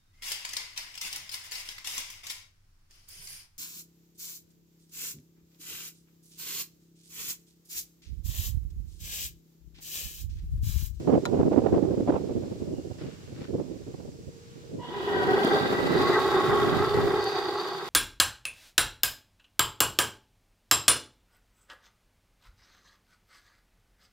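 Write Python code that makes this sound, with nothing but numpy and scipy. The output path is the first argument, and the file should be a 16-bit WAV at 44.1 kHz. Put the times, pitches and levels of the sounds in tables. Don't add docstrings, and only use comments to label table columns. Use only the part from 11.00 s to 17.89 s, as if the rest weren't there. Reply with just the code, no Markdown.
import sys
import numpy as np
from scipy import signal
from scipy.fft import rfft, irfft, next_fast_len
from scipy.io import wavfile
from scipy.ndimage import map_coordinates

SR = 44100
rng = np.random.default_rng(int(sys.argv[2]) if len(sys.argv) > 2 else 0)


def transcribe(signal):
    frames = np.atleast_2d(signal).T
    limited = np.clip(frames, -1, 1)
    pcm = np.round(limited * 32767).astype(np.int16)
    wavfile.write(sys.argv[1], SR, pcm)


N = 303849
TIME_S = np.arange(N) / SR
POWER_ON_S = 3.785


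def amp(db):
    return 10 ** (np.asarray(db) / 20)


def unit(x):
    return x / np.sqrt(np.mean(x ** 2) + 1e-20)


def along(points, hz):
    freqs, values = np.transpose(points)
    return np.interp(np.log(hz + 1), np.log(freqs + 1), values)


def curves(rows):
    times, *columns = np.transpose(rows)
    return [np.interp(TIME_S, times, column) for column in columns]


def wobble(rate):
    return map_coordinates(rng.standard_normal(int(N * rate / SR) + 4), [np.arange(N) * rate / SR])


def swell(start, length, attack, release):
    out = np.zeros(N)
    span = np.arange(max(int((start - attack) * SR), 0), min(int((start + length + 10 * release) * SR), N))
    age = span / SR - start
    out[span] = np.clip(age / attack + .5, 0, 1) * np.exp(-np.maximum(age - length, 0) / release)
    return out


def running(rise_s=0.059):
    return np.clip((TIME_S - POWER_ON_S) / rise_s, 0, 1)


def white():
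    return rng.standard_normal((2, N))


def filtered(x, response):
    size = next_fast_len(N + SR // 2)
    return irfft(rfft(x, size) * response(np.fft.rfftfreq(size, 1 / SR)), size)[..., :N]


def coloured(x, spectrum):
    return unit(filtered(x, lambda hz: amp(along(spectrum, hz))))


def ring(x, modes):
    size = SR // 2
    hz = np.fft.rfftfreq(size, 1 / SR)
    peak = lambda centre, width: 1 / (1 + ((centre ** 2 - hz ** 2) / (2 * width * (hz + 1))) ** 2)
    gain = np.sqrt(sum((amp(db) * peak(centre, width)) ** 2 for centre, width, db in modes))
    cepstrum = irfft(np.log(gain + 1e-6), size)
    cepstrum[1:size // 2] *= 2
    cepstrum[size // 2:] = 0
    impulse_response = irfft(np.exp(rfft(cepstrum)), size)
    return unit(signal.fftconvolve(x, impulse_response[None], axes=1)[:, :N])


def gliding(x, centre_hz, half_width_hz):
    source_hz = 3000
    band = ring(x, [(source_hz, half_width_hz, 0)])
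    shift = np.exp(2j * np.pi * np.cumsum(centre_hz - source_hz) / SR)
    return np.real(signal.hilbert(band, next_fast_len(N))[:, :N] * shift)


def stereo(pair, correlation):
    angle = lambda hz: np.arccos(np.clip(along(correlation, hz), -1, 1)) / 2
    mid, side = filtered(pair, lambda hz: np.array([np.cos(angle(hz)), np.sin(angle(hz))]))
    return np.array([mid + side, mid - side])


def panned(x, pan_db):
    return x * amp(np.array([[.5], [-.5]]) * pan_db)


# freq_hz, gain_db
AIR_EQ = [(20, -8), (70, -2), (150, 22.5), (300, 1.5), (420, 18.5), (480, -6), (560, -17), (800, 2.5),
          (2000, -1.5), (3800, -1), (5000, 0.5), (7700, -2.5), (8700, -11), (15800, -17)]
# freq_hz, correlation
AIR_IMAGE = [(60, 0.32), (240, 0.23), (950, -0.47), (3770, 0.07), (15000, 0.0036)]
# time_s, gain_db
AIR_MIDS = [(0, 0.5), (1.55, 1), (1.75, -2), (1.95, 0), (2.2, 0.5), (2.95, 0), (3.15, -3), (3.6, 2.5),
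            (3.8, 0)]


def garden_air():
    lag_s, fade_db_per_s = 0.00039, 0.93
    delay = lambda hz: np.exp(1j * np.pi * hz * lag_s * np.array([[-1], [1]]))
    side_hiss = filtered(coloured(white()[0], AIR_EQ), lambda hz: (hz > 600) * delay(hz))
    air = unit(stereo(coloured(white(), AIR_EQ), AIR_IMAGE) + 0.52 * side_hiss)
    mids = filtered(air, lambda hz: (hz > 700) & (hz < 4300))
    air = air + (amp(curves(AIR_MIDS)[0]) - 1) * mids
    return air * amp(-52 - fade_db_per_s * TIME_S + 0.085 * wobble(0.34))


# time_s, pitch_hz, level_db
FAR_ENGINE = [(0, 475.6, -73), (2.9, 465.5, -63), (3.25, 462, -55.5), (3.6, 470, -55.5), (3.9, 471, -50)]


def far_hum():
    pitch_hz, level_db = curves(FAR_ENGINE)
    level = amp(level_db + 1.3 * wobble(10))
    engine = level * np.sin(2 * np.pi * np.cumsum(pitch_hz) / SR + .5 * wobble(25))
    low_hum = amp(-60) * ring(white(), [(122.4, 54, 0), (156, 30, -1)])[0]
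    return engine + low_hum


def thin_tone():
    level = amp(-70.5 + 3.6 * wobble(13)) * swell(start=1.62, length=0.62, attack=0.089, release=.1)
    return level * ring(white(), [(2820, 90, 0)])


# start_s, length_s, level_db
RUBS = [(1.984, 0.086, -53.5), (2.093, 0.2, -63.5), (2.353, 0.04, -57.5), (2.406, 0.035, -55.5)]
# freq_hz, gain_db
RUB_EQ = [(300, -25), (900, -5), (1500, -0.5), (2800, -5), (5000, -9.5), (8000, -30), (15800, -45)]


def rubs():
    strokes = sum(amp(db) * swell(start, length, attack=0.013, release=0.044) for start, length, db in RUBS)
    return strokes * coloured(white() * amp(2.7 * wobble(300)), RUB_EQ)


# start_s, snap_db, knock_db, case_ring_db, snap_t60_s, snap_low_cut_hz
CLICKS = [(0.253, -29, -45, -30, 0.04, 3000), (0.254, -38, -23, -31, 0.02, 1500),
          (0.259, -47, -32.5, -29.5, 0.02, 1500), (4.511, -36, -36, -60, 0.014, 4000),
          (6.241, -25.5, -60, -60, 0.02, 7000)]
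# pitch_hz, gain_db, t60_s
CASE_MODES = [(963, -1, 0.066), (1410, -5, 0.064), (1790, -12, 0.036), (2400, -9, 0.024), (3500, -11, 0.03),
              (3780, -14, 0.031), (4010, -7, 0.05), (5050, -12, 0.016), (6800, -2, 0.01), (7400, -9, 0.012)]
# freq_hz, gain_db
SNAP_EQ = [(600, -16), (1500, 5), (4000, 12), (7200, 4.5), (9000, -5), (11500, -1), (15800, -17)]
KNOCK_EQ = [(300, -8), (900, 4), (1400, 1), (2500, -3), (3500, -10), (8000, -30)]


def clicks():
    attack_s, knock_t60_s = 0.00038, 0.0088
    out, age = np.zeros((2, N)), np.arange(SR // 8) / SR
    snaps, knocks = coloured(white(), SNAP_EQ), coloured(white(), KNOCK_EQ)
    for start, snap_db, knock_db, case_db, snap_t60_s, low_cut_hz in CLICKS:
        span = slice(round(start * SR), round(start * SR) + len(age))
        high_pass = signal.butter(2, low_cut_hz, "high", fs=SR)
        snap = 0.43 * unit(signal.lfilter(*high_pass, snaps[:, span])) * amp(snap_db - 60 * age / snap_t60_s)
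        knock = knocks[:, span] * amp(knock_db - 60 * age / knock_t60_s)
        case = sum(amp(case_db + db - 60 * age / t60) * np.sin(2 * np.pi * (hz * age + rng.random((2, 1))))
                   for hz, db, t60 in CASE_MODES)
        out[:, span] += (snap + knock + case) * (1 - np.exp(-age / attack_s))
    return panned(out, pan_db=-1.5)


def eddies(rate, depth_db):
    lumps = np.array([wobble(rate) + wobble(3 * rate) for port in range(2)])
    soft_limited = lumps - np.logaddexp(0, 2 * (lumps - 1.6)) / 2
    return unit(amp(depth_db * soft_limited))


# time_s, buffet_db
LULL = [(0, -36.5), (0.3, -33), (0.45, -26.5), (0.9, -29.5), (1.25, -37.5), (1.5, -41), (1.8, -45),
        (2.2, -51), (2.5, -41), (2.85, -47.5), (3.45, -58.5), (3.8, -46)]
# start_s, length_s, buffet_db, edge_db
GUSTS = [(0.073, 0.059, -22.5, -36.5), (0.124, 0.019, -20.5, -33), (0.15, 0.033, -20, -35.5),
         (0.23, 0.0065, -29, -44), (0.255, 0.015, -36, -35), (0.327, 0.089, -25.5, -40),
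         (0.397, 0.011, -18, -31.5), (0.423, 0.011, -30, -37), (0.453, 0.05, -25, -54),
         (0.511, 0.031, -25.5, -33), (0.559, 0.033, -24.5, -36.5), (0.623, 0.05, -29.5, -44),
         (0.661, 0.022, -35, -32.5), (0.722, 0.031, -23, -34), (0.756, 0.032, -24, -38.5),
         (0.816, 0.036, -29, -48), (0.884, 0.032, -28.5, -56), (0.928, 0.017, -24, -58),
         (0.972, 0.012, -28, -50), (0.992, 0.038, -24.5, -51), (1.075, 0.029, -23, -32.5),
         (1.12, 0.052, -28, -31.5), (1.209, 0.01, -31.5, -55), (1.234, 0.0086, -32.5, -58),
         (1.271, 0.009, -32, -47), (1.287, 0.029, -27.5, -43.5), (1.347, 0.016, -32, -54),
         (1.365, 0.048, -32, -64), (1.419, 0.04, -37.5, -53), (1.512, 0.0093, -34, -55),
         (1.551, 0.012, -36, -65), (1.613, 0.014, -32.5, -58), (1.669, 0.071, -33, -57),
         (1.78, 0.017, -31, -53), (1.846, 0.031, -37.5, -62), (1.897, 0.02, -33, -51.5),
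         (1.944, 0.0072, -40, -53), (2.011, 0.059, -38.5, -59), (2.068, 0.027, -37.5, -76),
         (2.378, 0.0087, -40, -69), (2.417, 0.011, -35, -51), (2.482, 0.029, -35, -64),
         (2.526, 0.033, -28.5, -57), (2.575, 0.041, -31, -49), (2.657, 0.023, -46, -67),
         (2.711, 0.025, -39.5, -65), (2.763, 0.012, -42, -71), (2.807, 0.014, -42.5, -68),
         (2.865, 0.044, -44.5, -66), (2.939, 0.0077, -38.5, -52.5), (2.997, 0.02, -42, -50.5),
         (3.048, 0.0094, -42, -57), (3.075, 0.018, -39, -55.5), (3.185, 0.03, -45, -83),
         (3.268, 0.021, -44, -76), (3.577, 0.011, -46, -73), (3.713, 0.093, -37.5, -82)]


def gust_envelopes():
    lull_db = curves(LULL)[0] + 2.2 * np.clip(wobble(34), -3, 1)
    buffet_power = amp(lull_db) ** 2
    edge_power = amp(1.03 * lull_db - 18.1) ** 2
    for start, length, buffet_db, edge_db in GUSTS:
        gust = swell(start, length, attack=0.0055, release=0.0085)
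        buffet_power += (amp(buffet_db) * gust) ** 2
        edge_power += (amp(edge_db) * gust) ** 2
    return 10 * np.log10(buffet_power), 10 * np.log10(edge_power)


# time_s, breeze_db, rumble_db
BREEZE = [(3.85, -51, -60), (4.09, -47, -57), (4.17, -38, -56), (4.7, -37, -68), (4.95, -32.5, -50),
          (5.3, -48.5, -55), (5.5, -37, -49.5), (5.77, -38, -43.5), (5.89, -49, -49), (6.0, -35, -41),
          (6.27, -53.5, -59.5), (6.89, -59.5, -71)]
# freq_hz, gain_db
BUFFET_EQ = [(40, -46), (90, -9), (140, -8), (250, 0.5), (380, 0), (480, -5.5), (620, -12), (850, -36.5),
             (1500, -52), (4000, -94), (10000, -120)]
EDGE_EQ = [(250, -30), (500, 0), (750, 1), (1000, -8), (1700, -23.5), (3000, -33), (5000, -45), (8000, -70),
           (15000, -100)]
BREEZE_EQ = [(50, -20.5), (100, -6.5), (150, -2), (280, -0.5), (450, -3), (620, -7.5), (900, -16.5),
             (2000, -19.5), (6000, -100)]
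RUMBLE_EQ = [(20, -26), (45, -5.5), (85, 3.5), (125, 6.5), (180, 2.5), (400, -49), (2000, -100)]


def wind():
    buffet_db, edge_db = gust_envelopes()
    breeze_db, deep_db = curves(BREEZE)
    lumps, sputter = eddies(rate=60, depth_db=3.3), eddies(rate=130, depth_db=2.1)
    buffet = amp(buffet_db - 0.1) * coloured(lumps * white(), BUFFET_EQ)
    edge = amp(edge_db + 1) * coloured(lumps * sputter * white(), EDGE_EQ)
    breeze = amp(breeze_db + 7.5) * coloured(lumps * white(), BREEZE_EQ)
    driving, veer_db = running(), 1.2 * wobble(12)
    waiting = 1 - driving
    rumble_db = waiting * (0.54 * buffet_db - 21.5) + driving * (deep_db + 10.5)
    rumble = amp(rumble_db) * coloured(lumps * white(), RUMBLE_EQ)
    return rumble + waiting * panned(buffet + edge, veer_db - 6.5) + driving * panned(breeze, veer_db - 2.5)


# start_s, level_db, pitch_hz, pan_db
SLAPS = [(0.079, -20, 400, -18), (0.094, -16, 514, -19), (0.135, -9.5, 462, -14), (0.161, -12.5, 343, -5),
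         (0.177, -13, 570, -11), (0.328, -23.5, 480, -7), (0.345, -17.5, 404, -10), (0.407, -12, 386, -2),
         (0.461, -17, 420, 6), (0.479, -11, 430, 7), (0.52, -16, 510, -10), (0.541, -16, 550, -7),
         (0.567, -23, 404, -7), (0.589, -17, 437, -12), (0.619, -15.5, 454, -8), (0.744, -17.5, 460, -11),
         (0.761, -27, 424, -9), (0.787, -23, 537, -10), (0.849, -18, 394, -16), (0.886, -22, 480, -10),
         (0.908, -17.5, 387, -14), (0.95, -25, 434, 0), (0.971, -23, 520, -2), (1.004, -12, 328, -8),
         (1.031, -24, 350, -6), (1.083, -23, 626, -7), (1.093, -14.5, 367, -13), (1.131, -20, 483, -7),
         (1.163, -17.5, 513, -13), (1.209, -21, 400, 0), (1.294, -20.5, 433, -11), (1.555, -30, 350, 2),
         (2.559, -24, 400, 1)]


def slaps():
    rise_s, fall_s, pitch_sag = 0.0017, 0.003, 0.29
    out, age = np.zeros((2, N)), np.arange(SR // 25) / SR
    decay = np.exp(-age / fall_s)
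    envelope = (1 - np.exp(-age / rise_s)) ** 2 * decay
    crackle = amp(-18.5) * coloured(white(), EDGE_EQ)
    for start, level_db, pitch_hz, pan_db in SLAPS:
        span = slice(round(start * SR), round(start * SR) + len(age))
        cycles = np.cumsum(pitch_hz * (1 + pitch_sag * (decay - .5))) / SR
        thump = np.sin(2 * np.pi * (cycles + rng.random() + 0.34 * rng.random((2, 1))))
        out[:, span] += panned(amp(level_db + 6.5) * envelope * (thump + crackle[:, span]), pan_db)
    return out


# freq_hz, gain_db
TURF_EQ = [(100, -18), (300, 4), (570, 2), (1000, -15), (2500, -37), (6000, -32), (15000, -40)]
# freq_hz, correlation
MOWER_IMAGE = [(300, 0.91), (430, 1), (900, 0.94), (1300, 0.74), (1600, 0.39), (2150, 0.45),
               (2800, -0.0081), (3800, -0.012), (4750, 0.54), (6200, 0.29), (7200, -0.26), (15000, -0.053)]


def scuff():
    grit = unit(stereo(coloured(white() * amp(5.3 * wobble(200)), TURF_EQ), MOWER_IMAGE))
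    return amp(-30) * swell(start=4.42, length=0.18, attack=0.08, release=0.034) * grit


# time_s, level_db
BRUSH_LEVEL = [(3.8, -65), (3.9, -64.5), (4.56, -57), (4.57, -57.5), (5.34, -54), (6.82, -61.5),
               (6.89, -58)]
# freq_hz, gain_db
BRUSH_EQ = [(500, -13), (2000, 14), (5000, 13), (5700, 4), (7400, 7), (8500, -0.5), (9600, 1), (13500, 0.5),
            (15800, -3)]


def brushes():
    hiss = coloured(white() * amp(1.2 * wobble(51) + 1.1 * wobble(240)), BRUSH_EQ)
    return running(rise_s=0.3) * amp(curves(BRUSH_LEVEL)[0] + 12.5) * hiss


# time_s, pitch_hz, level_db
WHISTLE = [(3.8, 980, -44.5), (3.85, 972, -40.5), (3.905, 1000, -47), (3.935, 950, -41), (3.96, 985, -43),
           (4.0, 955, -38.5), (4.05, 1000, -40), (4.085, 960, -30.5), (4.12, 952, -40), (4.25, 975, -41),
           (4.38, 958, -39), (4.6, 957, -48), (6.89, 971.6, -48)]
# centre_hz, half_width_hz, gain_db
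WINDING_MODES = [(977, 23, 7), (1950, 52, -11), (2920, 99, -11.5)]


def whistle():
    pitch_hz, level_db = curves(WHISTLE)
    phase = 2 * np.pi * np.cumsum(pitch_hz * (1 + 0.01 * wobble(26))) / SR + .55 * wobble(130)
    chatter = unit(amp(2.5 * wobble(45) + 3 * wobble(170)))
    tone = chatter * (np.sin(phase) + amp(-24.5) * np.sin(2 * phase))
    rasp = 0.74 * ring(white(), WINDING_MODES)[0]
    return running(rise_s=0.027) * amp(level_db - 1.2) * (tone + rasp)


# time_s, level_db
WHINE_LEVEL = [(4.2, -50), (4.95, -55), (5.05, -27.5), (5.25, -31.5), (5.58, -27), (5.68, -41), (6.89, -43)]
# time_s, drone_db, rattle_db, gearbox_ring_db
DRIVE_LEVELS = [(3.8, -51, -63, -62), (3.82, -54, -54, -56), (4.0, -36.5, -43.5, -51),
                (4.26, -26, -35.5, -48), (4.6, -27, -33.5, -46.5), (4.82, -36, -39, -47),
                (5.04, -26.5, -30.5, -41.5), (5.62, -27, -29, -47.5), (5.86, -30.5, -32, -44.5),
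                (6.07, -26, -33.5, -51), (6.32, -33, -33.5, -44), (6.56, -35, -36.5, -48),
                (6.89, -42, -41, -50.5)]


def whine():
    up_to_speed = curves([(4.1, 0.019), (4.9, 1)])[0]
    rattle_db = curves(DRIVE_LEVELS)[1]
    high_hz = 1106 * (1 + 0.003 * wobble(8) + 0.005 * wobble(70))
    high = amp(curves(WHINE_LEVEL)[0] - 3 + 3.6 * wobble(30)) * np.sin(2 * np.pi * np.cumsum(high_hz) / SR)
    low_hz = 831 * (1 + 0.008 * wobble(25))
    low = amp(rattle_db - 10 + 4 * wobble(35)) * np.sin(2 * np.pi * np.cumsum(low_hz) / SR)
    return up_to_speed * (high + low)


def churn_db(depth_db=2, rate_hz=4.9):
    return depth_db * np.sin(2 * np.pi * rate_hz * TIME_S)


# time_s, rate_hz
TOOTH_RATE = [(4.0, 381), (4.3, 383.2), (4.45, 392.5), (5.1, 392.3), (5.45, 391), (6.0, 389.7), (6.89, 387)]
# multiple, trim_db
OVERTONES = [(2, -4), (4, 2), (5, 3)]
# time_s, second_db, fourth_db, fifth_db
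OVERTONE_LEVELS = [(3.85, -56, -75, -61.5), (4.2, -30.5, -42.5, -42), (4.64, -30, -40, -46),
                   (4.69, -40, -50, -44), (5.12, -41, -51, -40), (5.19, -29, -31, -33),
                   (5.22, -40, -41.5, -49), (5.47, -31.5, -41, -44), (6.14, -42, -52, -46.5),
                   (6.25, -26.5, -42, -37.5), (6.32, -37, -50, -59), (6.85, -48, -50, -57),
                   (6.89, -47, -56, -56)]


def gear_overtones():
    throb_db, throb_rate = 9, 48
    out = np.zeros((2, N))
    detune = 1 + 0.017 * np.array([[1], [-1]])
    waver = 1 + 0.01 * np.array([wobble(14) + wobble(45) for motor in range(2)])
    meshes = np.cumsum(curves(TOOTH_RATE)[0] * detune * waver, axis=1) / SR
    bite = wobble(throb_rate)
    for (multiple, trim_db), level_db in zip(OVERTONES, curves(OVERTONE_LEVELS)):
        load = unit(amp(throb_db * np.tanh(.7 * (bite + wobble(throb_rate))) + churn_db()))
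        for side in range(2):
            tones = sum(np.sin(2 * np.pi * multiple * cycles + .7 * wobble(60)) for cycles in meshes)
            out[side] += amp(level_db + trim_db) * load * tones / np.sqrt(2)
    return running() * stereo(out, MOWER_IMAGE)


# time_s, turns_per_s
SHAFT_SPEED = [(3.78, 8.8), (3.95, 31.4), (4.65, 31.7), (5.25, 30.2), (5.75, 31.8), (6.3, 31.2),
               (6.89, 31.2)]


def teeth(count, swing_db, scatter_db, sliding):
    trains = []
    for motor in range(2):
        turns = np.cumsum(curves(SHAFT_SPEED)[0] * (1 + .04 * wobble(9))) / SR
        load = amp(swing_db * np.sin(2 * np.pi * turns) + 1.38 * wobble(35))
        contacts = np.diff(np.floor(count * turns + .2 * wobble(200)), prepend=0) > 0
        blows = unit(contacts * amp(scatter_db * np.minimum(rng.standard_normal(N), 1)))
        trains.append(load * (blows + sliding * rng.standard_normal(N)))
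    return np.array(trains)


def mesh_tone(count, speed_ratio):
    speed = curves(SHAFT_SPEED)[0]
    tones = 0
    for ratio in (1, speed_ratio):
        turns = np.cumsum(ratio * speed * (1 + 0.012 * wobble(9) + 0.008 * wobble(45))) / SR
        load = amp(2 * wobble(16) + 2 * wobble(55) + 3 * np.sin(2 * np.pi * turns))
        tones = tones + ratio ** 5 * load * np.sin(2 * np.pi * count * turns)
    return unit(tones)


# centre_hz, half_width_hz, gain_db
GEARBOX_MODES = [(2480, 130, -10), (3110, 260, -4.5), (3480, 160, -1.5), (3750, 180, -3)]
TOP_MODES = [(4550, 126, -17), (4430, 120, 1), (4736, 120, -1), (6080, 140, -14)]
# time_s, centre_hz, level_db
BRIGHT_SWEEP = [(3.83, 3334, -60.5), (4.1, 3335, -47), (4.38, 3400, -48.5), (4.62, 3846, -42),
                (4.8, 3740, -55), (5.04, 3980, -40.5), (5.3, 3720, -43.5), (5.48, 3560, -44),
                (5.95, 3623, -51), (6.4, 3750, -49.5), (6.62, 3743, -47.5), (6.89, 3699, -54)]
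TOP_SWEEP = [(3.82, 4456, -68), (4.2, 4550, -52), (4.45, 4470, -49), (4.6, 4570, -46.5), (4.8, 4650, -56),
             (5.06, 4740, -41), (5.3, 4620, -48), (5.6, 4600, -54.5), (5.8, 4667, -48.5), (6.15, 4696, -53),
             (6.22, 4640, -41.5), (6.35, 4720, -41.5), (6.45, 4600, -44.5), (6.6, 4700, -43.5),
             (6.89, 4794, -53)]


def gearboxes():
    blows = teeth(count=41, swing_db=1.3, scatter_db=5, sliding=0.5)
    ring_db = curves(DRIVE_LEVELS)[2]
    bright_hz, bright_db = curves(BRIGHT_SWEEP)
    bright = gliding(blows, bright_hz, half_width_hz=93)
    bright += 0.47 * gliding(blows[::-1], bright_hz - 322, half_width_hz=93)
    top_hz, top_db = curves(TOP_SWEEP)
    top = unit(ring(blows, TOP_MODES) + 0.9 * gliding(blows, top_hz, half_width_hz=52))
    return amp(ring_db - 2) * ring(blows, GEARBOX_MODES) + amp(bright_db) * bright + amp(top_db) * top


# centre_hz, half_width_hz, gain_db
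SHELL_MODES = [(371.2, 60, 0)]
PANEL_MODES = [(775, 112, -1.5), (839, 11, 0.5), (894, 61, -6.5), (1040, 67, -6.5), (1254, 305, -10),
               (1600, 75, -9), (1925, 67, -8)]
REAR_MODES = [(1082, 82, 1.5), (1312, 80, -3.5), (1370, 60, -19)]
# time_s, rear_to_panels_db
REAR_BLEND = [(3.8, -22), (4.8, -9), (5.1, -6.5), (5.7, -1), (6.3, -11), (6.89, -3)]


def shell():
    drone_db, rattle_db, _ = curves(DRIVE_LEVELS)
    blows = teeth(count=13, swing_db=2, scatter_db=6, sliding=1)
    tone = amp(drone_db - 2 + churn_db()) * mesh_tone(count=13, speed_ratio=.925)
    drone = amp(drone_db - 3.5) * ring(blows, SHELL_MODES)
    rear = amp(curves(REAR_BLEND)[0])
    panels = (ring(blows, PANEL_MODES) + rear * ring(blows, REAR_MODES)) / np.hypot(1, rear)
    rattle = amp(rattle_db - 1.1 + churn_db() / 2) * panels
    return tone + stereo(drone + rattle, MOWER_IMAGE)


# freq_hz, gain_db
NEAR_WIDTH = [(400, -7), (700, 3), (1100, 13), (1450, 11.5), (2000, 3.5), (2900, 7), (3800, -2),
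              (4700, 3.5), (6500, 0)]
# time_s, wet_share
NEARNESS = [(4.7, 0.91), (5.15, 0)]


def mower():
    drive = running() * (shell() + stereo(gearboxes() + brushes(), MOWER_IMAGE))
    body = panned(drive, pan_db=-1.36) + gear_overtones() + scuff()
    side = (body[0] - body[1]) / 2
    extra_side = curves(NEARNESS)[0] * filtered(side, lambda hz: amp(along(NEAR_WIDTH, hz)) - 1)
    return body + np.array([extra_side, -extra_side]) + whine() + whistle()


def scene():
    foreground = mower() + wind() + slaps() + clicks() + rubs()
    return foreground + panned(garden_air() + far_hum() + thin_tone(), pan_db=-1)


def record(dry):
    return filtered(dry, lambda hz: hz < 15800)


dry = scene()
out = record(dry)
transcribe(out)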